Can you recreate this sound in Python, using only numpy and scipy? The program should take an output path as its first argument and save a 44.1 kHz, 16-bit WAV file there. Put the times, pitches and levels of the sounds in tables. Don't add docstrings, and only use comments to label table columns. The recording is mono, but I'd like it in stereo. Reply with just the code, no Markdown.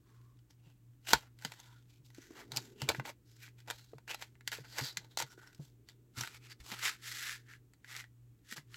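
import sys
import numpy as np
from scipy import signal
from scipy.fft import rfft, irfft
from scipy.io import wavfile
from scipy.ndimage import uniform_filter1d

SR = 44100
rng = np.random.default_rng(int(sys.argv[2]) if len(sys.argv) > 2 else 0)


def master(y):
    cut = np.clip(np.atleast_2d(y).T, -1, 1)
    pcm = np.round(cut * 32767)
    wavfile.write(sys.argv[1], SR, pcm.astype(np.int16))


N = 386404
TIME_S = np.arange(N) / SR

# (frequency [Hz], gain [dB])
AIR_SPECTRUM = [(20, -27), (35, -6.5), (55, -2.5), (88, -8), (120, -5.5), (170, -10), (240, -13.5),
                (295, -7.5), (380, -21.5), (600, -29), (3000, -35.5), (5000, -39.5), (7500, -34.5),
                (10000, -39), (15000, -33.5)]
# (time [s], level [dB])
GRIP_LEVELS = [(0, -73), (.6, -89), (2.1, -80), (2.4, -59.5), (2.7, -61.5), (2.95, -54.5), (3.15, -74),
               (3.8, -81.5), (4.62, -73.5), (7.3, -72), (8.2, -82.5), (8.76, -74.5)]
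# (frequency [Hz], gain [dB])
GRIP_SPECTRUM = [(100, -18.5), (230, -1.5), (330, 2), (430, 0), (560, -17.5), (900, -32), (2500, -48.5)]
# (full-speed time [s], rise [s], hold [s], fall [s], relative mid level [dB],
# body re mid [dB], hiss re mid [dB], pinned resonance [Hz], its boost [dB])
CARD_STROKES = [(0.096, 0.13, 0, 0.34, -72.5, -5, -2.5, 1100, 18),
                (0.507, 0.014, 0, 0.049, -70.5, -5, 5, 5300, 7),
                (0.66, 0.087, 0.043, 0.098, -71.5, -5, 0, 2700, 15),
                (1.093, 0.036, 0, 0.1, -36, -10.5, 1.5, 2880, 7),
                (1.137, 0.031, 0.00047, 0.038, -42.5, 4.5, 2, 3670, 16),
                (1.246, 0.071, 0.0083, 0.059, -62.5, -2, -7, 1334, 9),
                (1.459, 0.076, 0.0, 0.17, -53.5, -5.5, 0, 1500, 0),
                (1.573, 0.1, 0.099, 0.22, -65, -8.5, 1.5, 3530, 8.5),
                (1.906, 0.037, 0.055, 0.073, -74, -12.5, 5.5, 2400, 14.5),
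                (2.051, 0.018, 0.0079, 0.067, -75, -6, 12.5, 2380, 2),
                (2.168, 0.072, 0.14, 0.11, -64, -18.5, 0, 6100, 7.5),
                (2.408, 0.081, 0, 0.051, -46.5, -5.5, -5, 1196, 7.5),
                (2.578, 0.07, 0.0025, 0.019, -46, 1, 0, 4700, 7),
                (2.605, 0.09, 0.051, 0.13, -62.5, -7, 2, 7050, 4),
                (2.829, 0.06, 0.0, 0.071, -45, -10, -1, 2780, 15),
                (2.89, 0.013, 0.018, 0.024, -36, 4.5, -4, 2450, 13),
                (2.942, 0.047, 0.037, 0.061, -55.5, -13, 0, 1660, -7),
                (3.056, 0.017, 0.044, 0.027, -47, -3, -3.5, 2200, 12),
                (3.263, 0.016, 0.11, 0.079, -74.5, -16.5, 6.5, 5090, 7),
                (3.425, 0.04, 0.0098, 0.071, -50, -22, -1, 2420, 10.5),
                (3.589, 0.02, 0.0, 0.067, -61.5, -13, -0.5, 2470, 8),
                (3.684, 0.021, 0.012, 0.062, -48.5, -0.5, -5, 2460, 4),
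                (3.744, 0.021, 0.041, 0.2, -63.5, -12, 5.5, 4100, 6.5),
                (4.082, 0.0076, 0.061, 0.015, -41.5, -9.5, -3.5, 2690, 14),
                (4.212, 0.043, 0.0, 0.082, -49, -10.5, -1, 2310, 7),
                (4.475, 0.021, 0.0089, 0.035, -55, -22, -2, 1950, 9),
                (4.521, 0.013, 0.028, 0.061, -42.5, -12, -2, 2470, 4),
                (4.644, 0.017, 0.0051, 0.04, -55, -4, -20, 1420, 11),
                (4.802, 0.066, 0, 0.027, -37.5, -7, -9, 880, 6),
                (4.825, 0.19, 0.052, 0.068, -47.5, -10.5, 5.5, 4660, 9),
                (4.983, 0.11, 0.051, 0.093, -66.5, -1, -1.5, 3960, 7.5),
                (5.116, 0.02, 0.0098, 0.091, -67.5, -6.5, 4, 3760, 11.5),
                (5.195, 0.015, 0.02, 0.033, -38.5, -4.5, -4.5, 4100, 1.5),
                (5.309, 0.14, 0.021, 0.056, -61.5, -6.5, -1, 1380, 16),
                (5.379, 0.0089, 0.09, 0.12, -57.5, -5.5, -8, 1500, 18.5),
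                (5.648, 0.12, 0.012, 0.1, -70.5, -7, 7, 4310, -0.5),
                (5.886, 0.026, 0.0, 0.069, -65, -8, 3, 3580, 9.5)]
# (frequency [Hz], gain [dB])
CARD_SPECTRUM = [(150, -12), (300, -6.5), (700, -7), (1000, -7), (1200, -5.5), (1500, 6.5), (2500, -1),
                 (4500, -5), (6500, -6), (7800, -6.5), (8500, -14.5), (10000, -14.5), (12500, -8.5),
                 (16000, -18)]
# (frequency [Hz], bandwidth [Hz], relative gain [dB])
BOX_RESONANCES = [(487, 17, -2.5), (603, 17, -3.5), (820, 130, 3), (909.3, 68, 7), (1410, 28, -4.5),
                  (1670, 19, -13), (1980.4, 210, 4), (2320, 120, -3.5), (2770, 17, -4.5), (3223, 12, -5),
                  (3840, 30, -2), (4078, 28, -3.5), (4480, 86, -1), (7500, 73, -1.5)]
# (low edge [Hz], high edge [Hz])
BANDS_HZ = [(300, 1100), (1100, 3200), (3200, 17000)]
# (start [s], end [s], pitch [Hz], level [dB])
SKIN_SQUEAKS = [(0.049, 0.39, 1110, -78), (1.544, 1.775, 957, -71.5), (1.616, 1.827, 1420, -72),
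                (4.822, 4.935, 3960, -51.5), (5.281, 5.344, 5580, -69), (5.358, 5.56, 1880, -75)]
# (time [s], relative mid level [dB], body re mid [dB], hiss re mid [dB],
# pitch [Hz])
SNAP_EVENTS = [(0.389, -75, -10, 3, 3000), (1.0708, -45.5, -23, -18, 2800), (1.1324, -14, -3.5, -2, 944),
               (1.388, -59.5, -24.5, 1.5, 1970), (1.422, -49, -13, -3, 1540),
               (1.4485, -34.5, -7.5, 2, 3060), (1.5191, -45, -5, -0.5, 2420),
               (1.5997, -58.5, -1.5, 7.5, 6350), (2.102, -60.5, -9, -2.5, 2000),
               (2.1466, -59, -20.5, 3, 2500), (2.5183, -44.5, -3.5, 6, 3930),
               (2.5621, -44.5, -10.5, 11.5, 5230), (2.5703, -47, -14, 21, 4580),
               (2.8176, -37.5, -3, 1, 2890), (2.8891, -26.5, -30, 5.5, 2250), (2.947, -37, -7, -14, 1610),
               (2.9969, -37, 0, -14, 980), (3.052, -42.5, -4, -11, 2100), (3.4787, -54.5, -11, -17, 1630),
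               (3.675, -51, -3.5, -3, 1630), (3.7008, -36, -7, -1.5, 3340), (3.708, -37, -4.5, 0.5, 2400),
               (3.9821, -54, -0.5, -5.5, 1510), (4.077, -47, -14, -6, 1600), (4.1448, -41, -2, 2, 2620),
               (4.2219, -40, -6, -1, 2260), (4.353, -60.5, -11.5, -15, 1900), (4.408, -54.5, -17, -9, 1700),
               (4.4755, -31.5, -21.5, 1, 1910), (4.5171, -37.5, -14, -1.5, 1840),
               (4.7829, -39, -8, 5, 5130), (4.7906, -35.5, -0.5, -1, 930), (4.9707, -33.5, -23, 4, 3970),
               (5.0454, -59, -0.5, -0.5, 4100), (5.1727, -38.5, 2.5, 10, 4080),
               (5.1867, -40.5, -13, 7.5, 5450), (5.1924, -40, -27, 5.5, 5720), (5.2007, -36, -1, 3, 874),
               (5.2231, -35.5, -7, 1, 4020), (5.547, -68, -15, 11, 5190), (5.8871, -54.5, -16.5, 3.5, 4530),
               (6.209, -38.5, -8, 6, 5950), (6.2343, -36, -20, -5.5, 1400), (6.2455, -46, -5, -11, 1540),
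               (6.2735, -41, -12.5, -3.5, 2370), (6.7165, -38, -9.5, -4.5, 2495),
               (7.5352, -50, -25, -15, 1792), (7.7352, -61.5, -11.5, 0, 8000),
               (7.8447, -50, -25.5, -10.5, 1620), (7.9641, -42, -17, 0.5, 2060),
               (8.0403, -47.5, -18, -14, 1865), (8.5242, -38.5, -16, -3.5, 1842),
               (8.5792, -41, -15, -8, 1880), (8.7425, -46, -27, -3.5, 2730)]
PATCH_MODES = [(0.51, 0.15), (1, 0.39), (1.55, 0.19)]
# (time [s], peak level [dB], pitch [Hz])
BOX_BUMPS = [(0.664, -55, 163), (1.129, -33, 231), (1.137, -43.5, 139.5), (1.139, -42, 54.3),
             (1.448, -42.5, 222.6), (1.451, -47.5, 150), (2.000, -60.5, 135), (2.182, -44.5, 305),
             (2.306, -44.5, 316), (2.52, -49, 137), (2.561, -45.5, 127), (2.821, -36, 132),
             (2.886, -44, 84.4), (2.891, -32.5, 454), (2.983, -36.5, 132.2), (3.933, -41.5, 442),
             (3.945, -52, 133.4), (4.585, -43.5, 434), (4.595, -49.5, 136), (4.811, -38.5, 132),
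             (4.976, -53, 162), (5.228, -48.5, 127.6), (5.377, -50, 387), (5.592, -40.5, 142),
             (6.172, -41.5, 119), (6.178, -50, 286), (6.206, -44.5, 125), (6.599, -48.5, 57.4),
             (6.718, -46, 199), (8.522, -48, 227), (8.577, -50.5, 143)]
# (pitch [Hz], rise to peak [cycles])
BUMP_RISE = [(55, .6), (135, 1.3), (230, 0.9), (450, .8)]
PENCIL_STROKES = [(6.179, 0.031, 0.025, 0.12, -45, -7.5, 0.5, 1390, 8),
                  (6.349, 0.073, 0.022, 0.015, -55, -12, -1, 2300, 9),
                  (6.454, 0.061, 0.015, 0.033, -58.5, -12, -1.5, 2440, 11),
                  (6.519, 0.04, 0.0062, 0.011, -50, -16.5, 0, 4770, 8),
                  (6.603, 0.0067, 0, 0.023, -57.5, -14, -1, 1490, -8),
                  (6.676, 0.07, 0.015, 0.051, -56.5, -4.5, 4.5, 2460, 1),
                  (6.721, 0.024, 0.01, 0.045, -42, -6.5, -3, 2500, 6),
                  (6.851, 0.092, 0.033, 0.068, -35, -15.5, -2, 1500, 0.5),
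                  (7.054, 0.047, 0.15, 0.11, -47.5, -19.5, 1, 1970, 9),
                  (7.285, 0.22, 0.043, 0.074, -42.5, -23, -3, 1710, 8.5),
                  (7.506, 0.053, 0.034, 0.043, -53.5, -18, -7.5, 1704, 14.5),
                  (7.909, 0.061, 0.094, 0.054, -48.5, -15.5, -4, 1996, 9.5),
                  (8.518, 0.062, 0.022, 0.012, -48.5, -23, 0.5, 1813, 10.5),
                  (8.565, 0.011, 0.0, 0.046, -51, -3, 2.5, 1626, 2),
                  (8.769, 0.082, 0, 0.05, -55.5, -13, 1, 1105, 10.5)]
# (frequency [Hz], gain [dB])
PENCIL_SPECTRUM = [(180, -32), (300, -15.5), (519, -21.5), (656, -20), (814, -13.5), (1120, -13),
                   (1320, -3.5), (2100, -1.5), (2700, -6.5), (3290, -9), (6850, -13.5), (7690, -12),
                   (8640, -20.5), (12700, -17.5), (16000, -26.5)]
# (frequency [Hz], gain [dB])
LEFT_PORT_RESPONSE = [(1000, 0), (5000, 1), (8500, -0.5), (16000, -5)]


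def from_db(db):
    return 10 ** (np.asarray(db) / 20)


def unit_rms(x):
    return x / np.sqrt(np.mean(x ** 2) + 1e-20)


def wander(rows, length, step_samples):
    knots = rng.standard_normal((rows, length // step_samples + 2))
    position = np.arange(length) / step_samples
    return np.array([np.interp(position, np.arange(len(k)), k) for k in knots]) * np.sqrt(3 / 2)


def highpass(x, hz):
    return signal.sosfilt(signal.butter(1, hz, "high", fs=SR, output="sos"), x)


def resonance(x, hz, width_hz):
    radius = np.exp(-np.pi * width_hz / SR)
    feedback = [1, -2 * radius * np.cos(2 * np.pi * hz / SR), radius ** 2]
    return (1 - radius ** 2) / 2 * signal.lfilter([1, 0, -1], feedback, x + 1e-18)


def band_noise(white, hz, width_hz):
    return unit_rms(resonance(resonance(white, hz, width_hz), hz, width_hz))


def coloured(x, spectrum, size=8192):
    hz, db = np.transpose(spectrum)
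    grid_hz = np.maximum(np.arange(size // 2 + 1) * SR / size, 1)
    gain = from_db(np.interp(np.log(grid_hz), np.log(hz), db))
    cepstrum = irfft(np.log(gain))
    cepstrum[1:size // 2] *= 2
    cepstrum[size // 2 + 1:] = 0
    impulse = irfft(np.exp(rfft(cepstrum)))[:min(size // 2, x.shape[-1])]
    return signal.fftconvolve(x, np.array(impulse, ndmin=x.ndim), axes=-1)[..., :x.shape[-1]]


def split_bands(x):
    return [signal.sosfilt(signal.butter(3, edges, "band", fs=SR, output="sos"), x) for edges in BANDS_HZ]


def stereo(mid, side, spread, lag_ms):
    ports = np.array([mid + spread * side, mid - spread * side])
    shift = round(abs(lag_ms) * SR / 1000)
    late = 0 if lag_ms > 0 else 1
    ports[late] = np.roll(ports[late], shift, axis=-1)
    ports[late, ..., :shift] = 0
    return ports


def pan(x, left_db):
    gains = from_db([[left_db / 2], [-left_db / 2]])
    return x * gains / np.sqrt(np.mean(gains ** 2))


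def soft_noise(spectrum, bass_spread, treble_spread):
    mid, side = rng.standard_normal((2, N))
    side = bass_spread * side + treble_spread * highpass(side, 1500)
    return unit_rms(coloured(stereo(mid, side, spread=1, lag_ms=0), spectrum))


def mains_hum(hz=120, steady_db=-65, waver_db=-66, wavers_per_s=10):
    swell, sway = from_db(waver_db) * wander(2, N, SR // wavers_per_s)
    phase = 2 * np.pi * hz * TIME_S
    hum = (np.sqrt(2) * from_db(steady_db) + swell) * np.sin(phase) + sway * np.cos(phase)
    return stereo(hum, 0, spread=0, lag_ms=0.36)


def room_air(level_db=-69.5):
    return from_db(level_db) * soft_noise(AIR_SPECTRUM, bass_spread=0.28, treble_spread=0.44)


def grip():
    level_db = np.interp(TIME_S, *np.transpose(GRIP_LEVELS))
    return from_db(level_db) * soft_noise(GRIP_SPECTRUM, bass_spread=0.46, treble_spread=0.3)


def friction(catches_per_s, size_db, smooth_gain, spread, lag_ms, decay_s=0.00044):
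    catches = rng.random(N) < catches_per_s / SR
    sizes = from_db(size_db * np.minimum(rng.exponential(1, N), 2.8))
    bursts = unit_rms(signal.lfilter([1], [1, -np.exp(-1 / (decay_s * SR))], catches * sizes + 1e-18))
    mid, side = rng.standard_normal((2, N)) * np.hypot(bursts, smooth_gain)
    return stereo(mid, highpass(side, 1300), spread, lag_ms)


def box_ring(x, ring_db):
    return x + sum(from_db(db + ring_db) * resonance(x, hz, width) for hz, width, db in BOX_RESONANCES)


def stroke_db(time_s, at_s, rise_s, hold_s, fall_s, depth_db=24.5):
    before = np.maximum((at_s - time_s) / rise_s, 0)
    after = np.maximum((time_s - at_s - hold_s) / fall_s, 0)
    return -depth_db * (before + after) ** 1.15


def stroked(texture, strokes, judder_db, pin_q=8.9):
    out = np.zeros((2, N))
    shake_db = judder_db * wander(1, N, step_samples=450)[0]
    for at_s, rise_s, hold_s, fall_s, level_db, body_db, hiss_db, pin_hz, boost_db in strokes:
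        span = slice(max(0, int((at_s - 2 * rise_s) * SR)), int((at_s + hold_s + 2 * fall_s) * SR))
        pinned = (from_db(boost_db) - 1) * resonance(texture[:, span], pin_hz, pin_hz / pin_q)
        envelope_db = level_db + stroke_db(TIME_S[span], at_s, rise_s, hold_s, fall_s) + shake_db[span]
        for band, band_db in zip(split_bands(texture[:, span] + pinned), (body_db, 0, hiss_db)):
            power = uniform_filter1d(np.mean(band ** 2, axis=0), size=3000)
            out[:, span] += band / np.sqrt(power + 1e-12) * from_db(envelope_db + band_db)
    return out


def card_rub(gain_db=-1.62):
    grains = friction(catches_per_s=1000, size_db=3.5, smooth_gain=0.98, spread=1, lag_ms=0.11)
    texture = coloured(box_ring(grains, ring_db=-6), CARD_SPECTRUM)
    return from_db(gain_db) * pan(stroked(texture, CARD_STROKES, judder_db=2.5), left_db=0.95)


def squeaks(q=7.3):
    out = np.zeros(N)
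    for start_s, end_s, hz, level_db in SKIN_SQUEAKS:
        start, end = int(start_s * SR), int(end_s * SR)
        tone = band_noise(rng.standard_normal(end - start), hz, hz / q)
        out[start:end] += from_db(level_db) * tone * signal.windows.tukey(len(tone), 0.6)
    return pan(out, left_db=5.3)


def crinkles(count=28, over_rub_db=3, body_db=-12.5, hiss_db=2, low_hz=1600, high_hz=6000):
    when, tone = rng.random((count, 2)).T
    time_s = when * TIME_S[-1]
    rubs_db = [db + stroke_db(time_s, at_s, rise_s, hold_s, fall_s)
               for at_s, rise_s, hold_s, fall_s, db, *_ in CARD_STROKES]
    level_db = np.clip(np.max(rubs_db, axis=0) + over_rub_db, -82, -57.5)
    pitch_hz = low_hz * (high_hz / low_hz) ** tone
    return np.column_stack([time_s, level_db, np.full(count, body_db), np.full(count, hiss_db), pitch_hz])


def bending_pulses(events, length, travel_s=0.0007, scatter_rad=0.99, lag_ms=0.091):
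    hz = np.arange(length // 2 + 1) * SR / length
    delay_s = travel_s * (np.abs(wander(events, len(hz), step_samples=50)) + 0.35)
    phase = 2 * np.pi * np.cumsum(delay_s, axis=1) * SR / length
    side_phase = scatter_rad * wander(events, len(hz), step_samples=60) * hz / (hz + 3000)
    side_phase += np.pi * hz * lag_ms / 1000
    pulses = irfft(np.exp(-1j * np.array([phase + side_phase, phase - side_phase])), length)
    return pulses * (np.arange(length) < length // 2)


def panel_flutter(events, length, gain=0.12, rise_s=0.00057, decay_s=0.0038):
    age_s = np.arange(length) / SR
    envelope = gain * np.exp(-age_s / decay_s) * (1 - np.exp(-age_s / rise_s))
    bursts = rng.standard_normal((events, 2, length)) * envelope
    mid, side = highpass(bursts, 920).transpose(1, 0, 2)
    return stereo(mid, highpass(side, 750), spread=0.86, lag_ms=0.12)


def patch_ring(crack, hz, q=9, boost_db=17):
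    modes = sum(gain * resonance(crack, min(ratio * hz, SR / 3), hz / q) for ratio, gain in PATCH_MODES)
    return (from_db(boost_db) - 1) * modes


def snaps(length=3000, attack_s=0.006):
    time_s, level_db, body_db, hiss_db, pitch_hz = np.vstack([SNAP_EVENTS, crinkles()]).T
    cracks = bending_pulses(len(time_s), length) + panel_flutter(len(time_s), length)
    patches = np.stack([patch_ring(cracks[:, k], hz) for k, hz in enumerate(pitch_hz)], axis=1)
    ringing = coloured(box_ring(cracks, ring_db=3) + patches, CARD_SPECTRUM)
    hits = 0
    for band, band_db in zip(split_bands(ringing), (body_db - 1, -0.3, hiss_db - 0.2)):
        attack_rms = np.sqrt(np.mean(band[..., :round(attack_s * SR)] ** 2, axis=(0, 2)))
        hits += band * (from_db(level_db + band_db) / attack_rms)[:, None]
    out = np.zeros((2, N + length))
    for k, start in enumerate((time_s * SR).astype(int)):
        out[:, start:start + length] += hits[:, k]
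    return pan(out[:, :N], left_db=1.7)


def bumps(length=7000, thud_db=-14.5, thud_ratio=1.6, waver_rad=0.25):
    out = np.zeros(N + length)
    age_s = np.arange(length) / SR
    wavers = wander(len(BOX_BUMPS), length, step_samples=300)
    for (time_s, peak_db, hz), waver in zip(BOX_BUMPS, wavers):
        start, thud_hz = int(time_s * SR), thud_ratio * hz
        swell = age_s * hz / np.interp(hz, *np.transpose(BUMP_RISE))
        thud = from_db(thud_db) * band_noise(rng.standard_normal(length), thud_hz, width_hz=thud_hz)
        tone = np.sin(2 * np.pi * hz * age_s + waver_rad * waver)
        out[start:start + length] += from_db(peak_db) * swell * np.exp(1 - swell) * (tone + thud)
    return out[:N]


def pencil_slide(gain_db=1.3):
    grains = friction(catches_per_s=1100, size_db=-4.5, smooth_gain=1, spread=0.95, lag_ms=-0.09)
    texture = coloured(box_ring(grains, ring_db=-27), PENCIL_SPECTRUM)
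    return from_db(gain_db) * pan(stroked(texture, PENCIL_STROKES, judder_db=1.47), left_db=2.9)


def room(x, t60_s=0.099, predelay_s=0.005, wet_db=-16, lowpass_hz=6500, length=14000):
    age_s = np.arange(length) / SR
    tail = rng.standard_normal((2, length)) * from_db(-60 * age_s / t60_s) * (age_s > predelay_s)
    tail = signal.sosfilt(signal.butter(1, lowpass_hz, fs=SR, output="sos"), tail)
    tail /= np.linalg.norm(tail, axis=1, keepdims=True)
    return x + from_db(wet_db) * signal.fftconvolve(x, tail, axes=1)[:, :N]


def scene():
    handling = card_rub() + pencil_slide() + snaps() + squeaks() + bumps()
    return room(handling) + grip() + mains_hum() + room_air()


def record(dry):
    ports = np.tanh([coloured(dry[0], LEFT_PORT_RESPONSE), dry[1]])
    return signal.sosfilt(signal.ellip(10, 0.1, 100, 16000, fs=SR, output="sos"), ports)


dry = scene()
out = record(dry)
master(out)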